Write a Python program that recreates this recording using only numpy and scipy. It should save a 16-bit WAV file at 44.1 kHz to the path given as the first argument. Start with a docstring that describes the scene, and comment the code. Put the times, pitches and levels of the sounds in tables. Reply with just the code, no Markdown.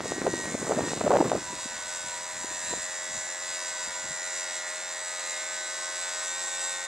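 """A shallow outdoor trough, where an electric toothbrush drives a toy boat that slowly comes nearer.
Its drive knocks at both ends of each stroke: the hull hums at multiples of the stroke rate (additive tones),
its plastic clatters and rattles (clicks ringing many modes), and the shaken water fizzes (modulated noise).
Wind, made of turbulent noise and short pressure swings, buffets the microphone, then dies to a few soft puffs."""
import sys
import numpy as np
from scipy import signal
from scipy.fft import rfft, irfft
from scipy.io import wavfile

SR = 44100
rng = np.random.default_rng(int(sys.argv[2]) if len(sys.argv) > 2 else 0)


def generate_wav(signal):
    """Clip the signal to [-1, 1] and save it as 16-bit WAV at the path in sys.argv[1]."""
    frames = np.transpose(np.atleast_2d(signal))
    scaled = np.clip(frames, -1, 1) * 32767
    pcm = np.round(scaled).astype(np.int16)
    wavfile.write(sys.argv[1], SR, pcm)


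N = 302967
TIME = np.arange(N) / SR  # seconds
BINS = np.fft.rfftfreq(N, 1 / SR)  # Hz


def amp(db):
    """Logarithmic level: decibels to gain."""
    return 10 ** (np.asarray(db) / 20)


def unit(x):
    """Normalisation: scales to rms 1."""
    return x / np.sqrt(np.mean(x ** 2) + 1e-20)


def curve(rows, axis=1):
    """Linear interpolation: one column of a time table at every sample."""
    rows = np.asarray(rows)
    return np.interp(TIME, rows[:, 0], rows[:, axis])


def read(points, hz):
    """Spectral envelope: interpolates a spectrum table on a log-frequency axis."""
    f, value = np.transpose(points)
    return np.interp(np.log(hz + 1), np.log(f + 1), value)


def colour(x, points):
    """Linear filtering: weights the spectrum of x by a table, then scales to rms 1."""
    return unit(irfft(rfft(x) * amp(read(points, BINS)), N))


def noise():
    """White noise: equal power at all frequencies."""
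    return rng.standard_normal(N)


def drift(hz):
    """Low-passed noise: a slow random curve of rms 1, up to about hz."""
    return unit(irfft(rfft(noise()) * np.exp(-(BINS / hz) ** 2), N))


def held(start, length, ramp_s):
    """Trapezoidal envelope: rises to 1, holds and falls to 0, half way up at start and at start + length."""
    since_start = TIME - start
    until_end = start + length - TIME
    return np.clip(.5 + np.minimum(since_start, until_end) / ramp_s, 0, 1)


def scatter(x, ring_s):
    """Modal density: spreads each click over a dense, nearly colourless ring of many modes."""
    t = np.arange(2048) / SR
    ring = rfft(rng.standard_normal(len(t)) * np.exp(-t / ring_s))
    flattened = unit(irfft(ring / abs(ring) ** 0.84))
    return signal.oaconvolve(x, flattened / np.sqrt(len(t)))[:N]


# moments when extra load drags the drive down:
# start_s [s], length_s [s], speed_lost [strokes a second]
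DRAGS = [(0.374, 0.13, 0.62), (0.6, 0.3, 2.3), (0.659, 0.14, 0.86), (1.742, 0.092, 0.94),
         (2.07, 0.14, 1.04), (2.619, 0.19, 1.05), (3.856, 0.056, 0.65), (4.469, 0.058, 1.01),
         (4.573, .17, 0.87), (4.93, 0.16, 0.27), (5.186, .21, 1.18), (6.148, 0.073, 0.22),
         (6.421, 0.19, 0.22)]


def drag(ramp_s=0.054):
    """Loading of a motor: strokes a second lost, with a ramp while the drive slows or recovers."""
    return sum(lost * held(start, length, ramp_s) for start, length, lost in DRAGS)


# speed of the drive under its usual load: time_s [s], speed [strokes a second]
USUAL_SPEED = [(0, 88.5), (.17, 90.4), (.33, 90.6), (1.01, 90.8), (1.08, 89.6), (1.32, 89.6), (1.46, 89),
               (1.6, 89.15), (1.75, 88.5), (2.05, 88.5), (2.33, 88.9), (2.6, 88.8), (2.8, 89.7),
               (3.05, 88.95), (3.56, 89.55), (3.89, 88.7), (4.11, 90.1), (4.36, 89.45), (4.87, 89.55),
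               (5.15, 89.25), (5.46, 89.65), (5.6, 89.25), (6.19, 89.4), (6.37, 89.9), (6.87, 89.7)]


def speed():
    """Rate of the periodic source: the usual strokes a second, less every drag."""
    return curve(USUAL_SPEED) - drag()


def strain(free_hz=89.0, sag_hz=4.0):
    """Load read from speed: 0 when the drive runs freely, 1 when the load has slowed it by sag_hz."""
    return np.clip((free_hz - speed()) / sag_hz, 0, 1)


# growth of the hull's sound as the boat floats free and nears: time_s [s], gain_db [dB]
NEARNESS = [(0, -7), (1.5, -7), (2.3, -6), (2.9, -4), (4.2, -4), (5.5, -3.5), (6.87, -1)]


def nearness_db():
    """Level against distance: the gain rises as the boat comes nearer."""
    return curve(NEARNESS)


# one tone of hull or casing rings out or drops away for a while as the boat rocks:
# start_s [s], length_s [s], order [multiple of the stroke rate], level_db [dB, before any wander]
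SWELLS = [(0.05, 0.19, 21, -43), (.1, 0.66, 17, -50.5), (0.267, 0.25, 21, -40.5), (0.472, 0.13, 24, -49.5),
          (.52, .14, 22, -47.5), (0.708, 0.26, 11, -45.5), (0.754, 0.18, 21, -42), (.88, 0.99, 22, -49.5),
          (1.33, 0.14, 17, -48), (1.368, 0.63, 11, -49.5), (1.617, 0.54, 17, -47.5), (2.033, 0.34, 11, -44),
          (2.276, 0.31, 11, -46.5), (2.47, 0.54, 21, -46), (2.59, 0.23, 11, -45), (2.6, .85, 19, -50.5),
          (2.619, 0.15, 45, -48), (2.786, 1.4, 22, -45.5), (2.798, 0.48, 55, -55), (3.44, 0.49, 54, -51),
          (3.48, 0.43, 17, -47.5), (3.579, 0.47, 11, -48), (3.791, 1.1, 16, -51.5), (4.053, 0.74, 22, -45),
          (4.062, 0.51, 21, -46), (4.342, 1.4, 24, -50), (5, 1.02, 22, -45), (5.45, 1.3, 62, -54.5),
          (5.001, 1.31, 14, -52), (5.15, 1.115, 43, -52), (5.15, 0.84, 45, -55), (5.799, 1.034, 12, -52),
          (5.248, 0.17, 24, -45.5), (5.384, 1.89, 17, -45), (5.45, 0.92, 54, -54), (6.03, .21, 16, -51),
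          (6.248, 0.72, 21, -44), (6.25, 0.75, 41, -51), (6.25, 0.57, 22, -61.5), (6.25, 0.63, 19, -74),
          (6.299, 0.68, 7, -55), (6.3, .76, 9, -50.5)]


def swelled(order, db, wander_db):
    """Selective resonance: one tone's level is replaced by that of its swells while they last."""
    for start, length, swelling_order, swell_db in SWELLS:
        if swelling_order == order:
            db = db + held(start, length, ramp_s=.07) * (swell_db + wander_db - db)
    return db


def tones(turns, partials, phase_spread):
    """Harmonic series: multiples of the stroke rate, each starting at a random phase."""
    out = np.zeros(N)
    for order, db in partials:
        phase = phase_spread * rng.standard_normal()  # radians
        out += amp(db) * np.cos(2 * np.pi * order * turns + phase)
    return np.sqrt(2) * out  # each level is an rms level


# the hull's usual tones: order [multiple of the stroke rate], level_db [dB, before nearness and strain]
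HUM = [(4, -61.5), (6, -50.5), (7, -46), (8, -60), (9, -53.5), (10, -54.5), (11, -56), (12, -55.5),
       (14, -57), (15, -60), (16, -55.5), (17, -49), (18, -54.5), (19, -50), (20, -52), (21, -48.5),
       (22, -47.5), (23, -57), (24, -51.5), (25, -54), (26, -60)]


def hull_hum(turns, wander_db=2.5, ringing_wander_db=1.0, flutter=0.053, strained_db=4.0):
    """Forced vibration: low tones swell under strain and waver with rocking, less while one rings out."""
    near_db, partials = nearness_db(), []
    for order, usual_db in HUM:
        rocking = drift(6.9)
        db = usual_db + near_db + order / 20 * (wander_db * rocking + strained_db * strain())
        near_1khz = np.exp(-((order - 11) / 1.5) ** 2)
        ripple_db = 3 * near_1khz * (drift(25) - .5)  # ripples shake the tones near 1 kHz
        partials.append((order, swelled(order, db, ringing_wander_db * rocking) + ripple_db))
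    hum = tones(turns, partials, phase_spread=2.5)
    return hum * (1 + flutter * (1 + strain()) * drift(46))


def knock(turns, jitter_s, uneven):
    """Impulse train: one band-limited click a stroke, each a little early or late, weak or strong."""
    at_s = np.interp(np.arange(1, int(turns[-1])), turns, TIME)
    late, size = rng.standard_normal((len(at_s), 2)).T
    at = (at_s + jitter_s * late) * SR
    taps = at.astype(int)[:, None] + np.arange(-8, 9)
    # a sinc places each click between samples
    clicks = np.sinc(taps - at[:, None]) * (1 + uneven * size)[:, None]
    return np.bincount(np.clip(taps, 0, N - 1).ravel(), clicks.ravel(), N)


def chatter(turns, spectrum, jitter_s, ring_s, loose, back_db, creep, dragged_rasp=0.35):
    """Impact and friction: out and back knocks ring the plastic; drag makes the contact rasp and slip."""
    out = np.zeros(N)
    # the contact moves this many radians a second for each stroke a second lost
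    slip = 14.216 * np.cumsum(drag()) / SR
    for stroke, db in ((turns, 0), (turns + .5, back_db)):
        clicks = knock(stroke, jitter_s, uneven=0.064)
        contact = slip + creep * drift(7.1)
        one_seat = np.cos(contact) * scatter(clicks, ring_s)
        other_seat = np.sin(contact) * scatter(clicks, ring_s)
        out += amp(db) * (one_seat + other_seat)
    rasp = noise() * (.5 + np.exp(-(turns % 1) / 2.7))
    share = np.clip(loose + dragged_rasp * drag(), 0, .8)
    return np.sqrt(1 - share ** 2) * colour(out, spectrum) + share * colour(rasp, spectrum)


# level of the knocks, which dips briefly around the hardest early buffets: time_s [s], clatter_db [dB],
# rattle_db [dB], both before wavering
KNOCKS = [(0, -54, -51), (.09, -43, -40.5), (.27, -47, -44), (.33, -41.5, -39.5), (.55, -45.5, -40),
          (.72, -46, -38.5), (.9, -41.5, -40.5), (1.08, -45, -41.5), (1.7, -43, -41), (2.41, -45.5, -40.5),
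          (2.62, -42, -38.5), (3.26, -45, -42), (3.55, -41, -39.5), (4.05, -43.5, -41), (4.46, -40, -39),
          (4.92, -44.5, -42.5), (5.24, -41, -39), (5.55, -42.5, -41), (6.7, -41, -38)]
# colour of the hull's clatter: frequency_hz [Hz], relative_level_db [dB]
CLATTER = [(1900, -23), (2350, -4.5), (2750, -2.5), (3150, -10.5), (3550, -1), (4050, 1.5), (4450, -7),
           (4800, -1), (5200, -5), (5800, 0), (6300, -10), (7000, -80)]
# colour of the bright rattle: frequency_hz [Hz], relative_level_db [dB]
RATTLE = [(5400, -49), (6100, -2.5), (6600, -3), (6950, 1), (7300, -3), (7750, -2), (8300, -2.5),
          (9000, -10.5), (10000, -15), (12000, -25.5), (15500, -50)]


def clatter_and_rattle(turns, flicker_db=0.6):
    """Impact excitation: each knock rings the hull, and a looser, brighter rattle that also flutters."""
    clatter = chatter(turns, CLATTER, jitter_s=.000003, ring_s=.0042, loose=.04, back_db=-5, creep=.7)
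    rattle = chatter(turns, RATTLE, jitter_s=.00001, ring_s=.005, loose=.18, back_db=-3.5, creep=1.1)
    rattle_db = curve(KNOCKS, axis=2) + flicker_db * drift(35)
    return amp(curve(KNOCKS)) * clatter + amp(rattle_db) * rattle


def resonate(x, hz, width_hz):
    """Resonance by heterodyning: shifts the curve hz to zero, low-passes, and shifts back."""
    turn = np.exp(2j * np.pi * np.cumsum(hz) / SR)
    r = np.exp(-np.pi * width_hz / SR)
    return 2 * (turn * signal.lfilter([1 - r], [1, -r], x / turn)).real


# the casing's brightest resonance, which slides as it shifts in its mount:
# time_s [s], centre_hz [Hz, before wobble], relative_level_db [dB]
SIZZLE = [(0.05, 7600, -49), (0.1, 7560, -55), (0.26, 7600, -50), (0.37, 7460, -44.5), (1.1, 7500, -41),
          (2.5, 7490, -42.5), (2.6, 7543, -36.5), (3.16, 7330, -39), (4.27, 7427, -37), (4.73, 7500, -40.5),
          (6.35, 7620, -37.5), (6.67, 7750, -35), (6.82, 7540, -40)]


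def sizzle(turns, level_db=-1.5, width_hz=500, wobble_hz=130, flicker_db=0.9):
    """Moving resonance: loose chatter sings in one bright casing mode that slides, wobbles and flickers."""
    centre = curve(SIZZLE) + wobble_hz * drift(9.4)
    db = curve(SIZZLE, axis=2) + level_db + flicker_db * drift(8.1)
    rasp = chatter(turns, RATTLE, jitter_s=.000008, ring_s=.005, loose=.4, back_db=-3, creep=1.4)
    once = resonate(rasp, centre, width_hz)
    return amp(db) * unit(resonate(once, centre, width_hz))


# thin whine of the casing: order [multiple of the stroke rate], relative_level_db [dB]
WHINE = [(38, -59), (39, -58), (40, -61.5), (41, -79), (43, -65), (45, -59), (46, -60), (54, -66),
         (55, -68), (62, -55.5), (74, -52.5), (75, -59)]


def whine(turns, wander_db=2.0, level_db=1.5, damped_db=5):
    """Damped harmonics: high casing tones trade places as it shifts in its mount; strain damps them."""
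    near_db = nearness_db() + level_db - damped_db * strain()
    partials = [(order, swelled(order, db + near_db, 0) + wander_db * drift(13.0)) for order, db in WHINE]
    return tones(turns, partials, phase_spread=2.2)


# colour of the water stirred by the hull: frequency_hz [Hz], relative_level_db [dB]
WATER = [(200, -48), (450, -8), (650, -2), (1000, 2.5), (1400, -2.5), (2100, -2.5), (2800, -14), (5000, -5),
         (10000, -31.5)]


def water(turns, level_db=-45.5, churn=0.034):
    """Amplitude-modulated noise: ripples and tiny splashes thrown up in time with the stroke."""
    lapping_db = .6 * drift(8)
    stir_db = lapping_db + 0.015 * nearness_db() + 4.9 * strain()
    stir = (1 + churn * np.cos(2 * np.pi * turns)) * amp(stir_db)
    return amp(level_db) * colour(noise() * stir, WATER)


# the breeze, which drops suddenly and then dies away: time_s [s], relative_level_db [dB]
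BREEZE_FORCE = [(0, -40.5), (1.36, -37.5), (1.47, -63), (4.3, -74), (6.87, -112)]
# gusts on top of the breeze: peak_s [s], relative_level_db [dB], half_length_s [s, to 1/e]
GUSTS = [(0.27, -38.5, 0.031), (0.786, -39, 0.092), (1.153, -36.5, 0.15), (1.32, -45, 0.1),
         (1.538, -45.5, 0.031), (1.767, -62, 0.028), (2.065, -59, 0.023), (2.455, -61, 0.12),
         (2.734, -48, 0.054), (3.145, -57, 0.056), (3.497, -60, 0.013), (3.88, -60, 0.024),
         (4.078, -59, 0.059)]


def wind_force():
    """Superposition: the breeze plus a bell-shaped swell for each gust, as a gain."""
    swells = sum(amp(db) * np.exp(-((TIME - s) / half_s) ** 2) for s, db, half_s in GUSTS)
    return amp(curve(BREEZE_FORCE)) + swells


# colour of a light gust: frequency_hz [Hz], relative_level_db [dB]
LIGHT_GUST = [(20, -12), (60, -5.5), (120, -3.5), (220, -3.5), (350, -8.5), (600, -38), (1500, -52),
              (5000, -70)]
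# colour of a strong gust: frequency_hz [Hz], relative_level_db [dB]
STRONG_GUST = [(20, -29), (70, -7), (160, 4), (350, 5), (600, -4), (1000, -8), (1600, -12), (3000, -27.5),
               (12000, -38)]


def wind(level_db=2.0, lumpy_db=6.5, strong_db=-33):
    """Turbulence noise: lumpy and brighter the harder it blows, until the air falls still."""
    db = 20 * np.log10(wind_force())
    strong = np.clip(1.5 + (db - strong_db) / 16, 0, 1)
    eddies = noise() * amp(lumpy_db * np.tanh(drift(116)))
    blend = (1 - strong) * colour(eddies, LIGHT_GUST) + strong * colour(eddies, STRONG_GUST)
    return amp(db + level_db) * blend


def small_eddies(above_db=0, spread_db=3, cycles=0.63, least_db=-45, count=280, per_s=37, middle_hz=520):
    """Poisson process: random rows like those of BUFFETS, as strong as the wind; light air makes none."""
    wait, size, pitch = rng.random((count, 3)).T
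    times = np.cumsum(-np.log(1 - wait)) / per_s
    force_db = 20 * np.log10(np.interp(times, TIME, wind_force()))
    return [(s, db + above_db + spread_db * (2 * u - 1), middle_hz * 2 ** (v - .5), cycles)
            for s, db, u, v in zip(times, force_db, size, pitch) if db > least_db]


# the hardest eddies striking the microphone:
# time_s [s], relative_peak_db [dB], pitch_hz [Hz, at the centre], half_length [cycles]
BUFFETS = [(.006, -26, 600, 0.2), (.0575, -26, 556, 0.75), (.062, -32, 524, 1.2), (.121, -20, 510, 0.49),
           (.133, -33, 650, 0.49), (.183, -27, 350, 1.6), (.218, -25.5, 1300, 0.71),
           (.2185, -25.5, 300, 0.43), (.244, -41, 1200, .5), (.253, -25, 417, 2.4), (.266, -19, 766, 1.3),
           (.269, -14.5, 520, 0.62), (.2735, -35, 615, 1), (.2785, -16.5, 460, 1.7),
           (.34, -20.5, 360, 0.55), (.457, -29, 460, 0.39), (.544, -30, 597, 0.82),
           (.551, -21.5, 414, 1.15), (.629, -26, 357, 1.4), (.682, -26, 450, 0.57), (.696, -21, 507, 0.65),
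           (.703, -26.5, 585, 2.4), (.712, -15.5, 557, 1.7), (.7185, -25, 620, 0.49),
           (.721, -15, 700, 0.55), (.735, -24, 600, 1.8), (.748, -26, 553, 1.4), (.777, -21.5, 437, 1.9),
           (.787, -20.5, 630, 2.1), (.793, -17, 555, 0.84), (.808, -20.5, 500, 0.43),
           (.884, -29, 1700, 0.45), (.9345, -21.5, 493, 0.38), (1.0105, -22.5, 647, 0.32),
           (1.0135, -17, 610, .6), (1.039, -25, 600, 1.2), (1.049, -25, 456, 1.7), (1.064, -18.5, 542, 1.2),
           (1.069, -15, 550, 1.7), (1.076, -23, 616, 1.5), (1.079, -14.5, 650, 0.91),
           (1.107, -9.5, 613, 1.1), (1.111, -16, 700, 1.6), (1.1165, -14, 767, 3.2), (1.121, -15, 750, .7),
           (1.128, -19, 450, 1.9), (1.133, -13, 616, 1.7), (1.1385, -11, 674, 1.6), (1.1455, -12, 560, 1.3),
           (1.151, -17, 640, 1.9), (1.156, -12, 650, 1.2), (1.1635, -11, 556, 1.6), (1.17, -11, 613, 0.43),
           (1.188, -17, 682, 2.04), (1.205, -16, 598, .7), (1.2115, -10, 597, 2.6),
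           (1.227, -14.5, 490, 1.5), (1.267, -27, 423, 2), (1.293, -31, 421.5, 1.8),
           (1.299, -25, 2000, 0.31), (1.318, -12.5, 670, 0.78), (1.325, -24, 680, 1.1),
           (1.333, -17, 615, 1.8), (1.353, -18, 510, 2.1), (1.536, -42, 270, 1.8), (1.66, -35, 246.4, 0.95),
           (2.446, -33, 322, 0.74), (2.515, -42.5, 330, 1.4), (2.7315, -30, 475, 1.4),
           (2.7375, -24.5, 577, 0.6), (2.777, -38, 299.6, 0.73), (3.17, -48, 190, 1.2),
           (4.045, -47, 192, 0.91), (4.11, -45, 171, 1.4)]


def buffets(level_db=2.2, steep=.11, crack=.36):
    """Pressure transients: a few swings, uneven in pitch; the shortest eddies have the sharpest front."""
    out, t = np.zeros(N), np.arange(-882, 882) / SR
    front = np.tanh(t / .00007) * np.exp(-abs(t) / .00035)
    eddies = list(BUFFETS) + small_eddies()
    bends = rng.uniform(-0.2, 0.5, len(eddies))
    for (s, db, hz, cycles), bend in zip(eddies, bends):
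        turns = hz * t * (1 + bend * np.tanh(hz * t))
        wave = np.sin(2 * np.pi * turns) + steep * np.sin(4 * np.pi * turns)
        swing = wave * np.exp(-abs(turns / cycles) ** 1.4)
        eddy = amp(db + level_db) * (swing + crack / cycles * front)
        out += np.interp(TIME, s + t, eddy, 0, 0)
    return out


def reflections(treble):
    """Diffuse reflection: faint scattered echoes of the treble, independent on each side."""
    return amp(-19.5) * np.array([scatter(treble, ring_s=0.079) for side in range(2)])


# colour of the still air of the yard: frequency_hz [Hz], relative_level_db [dB]
YARD = [(20, -16), (60, -8), (150, 0.5), (400, 5.5), (1000, -6), (3000, 4), (15000, -18)]


def yard_air():
    """Ambient noise floor: steady coloured noise."""
    return amp(-54.5) * colour(noise(), YARD)


def whistle():
    """Pure tone: a thin, steady high sine."""
    return amp(-60.5) * np.sin(2 * np.pi * 9779 * TIME)


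def stereo_delay(x, left_lag_s=.000022, bass_hz=480):
    """Stereo delay: the left channel lags by about one sample in the treble; the bass stays nearly centred."""
    lag_s = left_lag_s * (1 - np.exp(-BINS / bass_hz))
    half = np.exp(1j * np.pi * BINS * lag_s)  # half the lag each way
    return irfft(rfft(x) * np.array([half.conj(), half]), N)


def scene():
    """Superposition of sources: boat, water and yard in front; wind right at the microphone."""
    turns = np.cumsum(speed() * (1 + 0.00054 * drift(40.6))) / SR  # strokes so far
    knocks = clatter_and_rattle(turns) + sizzle(turns)
    bobbing_db = 0.88 * drift(11.4)  # the force wavers as the hull bobs
    treble = knocks * amp(bobbing_db) + whine(turns)
    body = hull_hum(turns) + water(turns)
    air = yard_air() + whistle() + wind() + buffets()
    return stereo_delay(body + treble + air) + reflections(treble)


def record(dry, threshold_db=-26, squeeze=0.18, recovery_db=120, notch_hz=7000, edge_hz=15720):
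    """Compression keyed to low rumble ducks all after a hard buffet; then a notch and a band limit."""
    rumble = signal.sosfilt(signal.butter(2, 1200, fs=SR, output="sos"), dry)
    peak_db = 20 * np.log10(abs(rumble).max(0) + 1e-9)
    fall = recovery_db * TIME  # recovery in dB a second
    held_peak_db = np.maximum.accumulate(peak_db + fall) - fall
    over_db = np.maximum(held_peak_db - threshold_db, 0)
    ducked = dry * amp(-squeeze * signal.lfilter([.01], [1, -.99], over_db))
    notched = signal.lfilter(*signal.iirnotch(notch_hz, 120, SR), ducked)
    band_limit = signal.firwin(2047, edge_hz, window=("kaiser", 9), fs=SR)
    return signal.oaconvolve(notched, band_limit[None], "same")


dry = scene()
out = record(dry)
generate_wav(out)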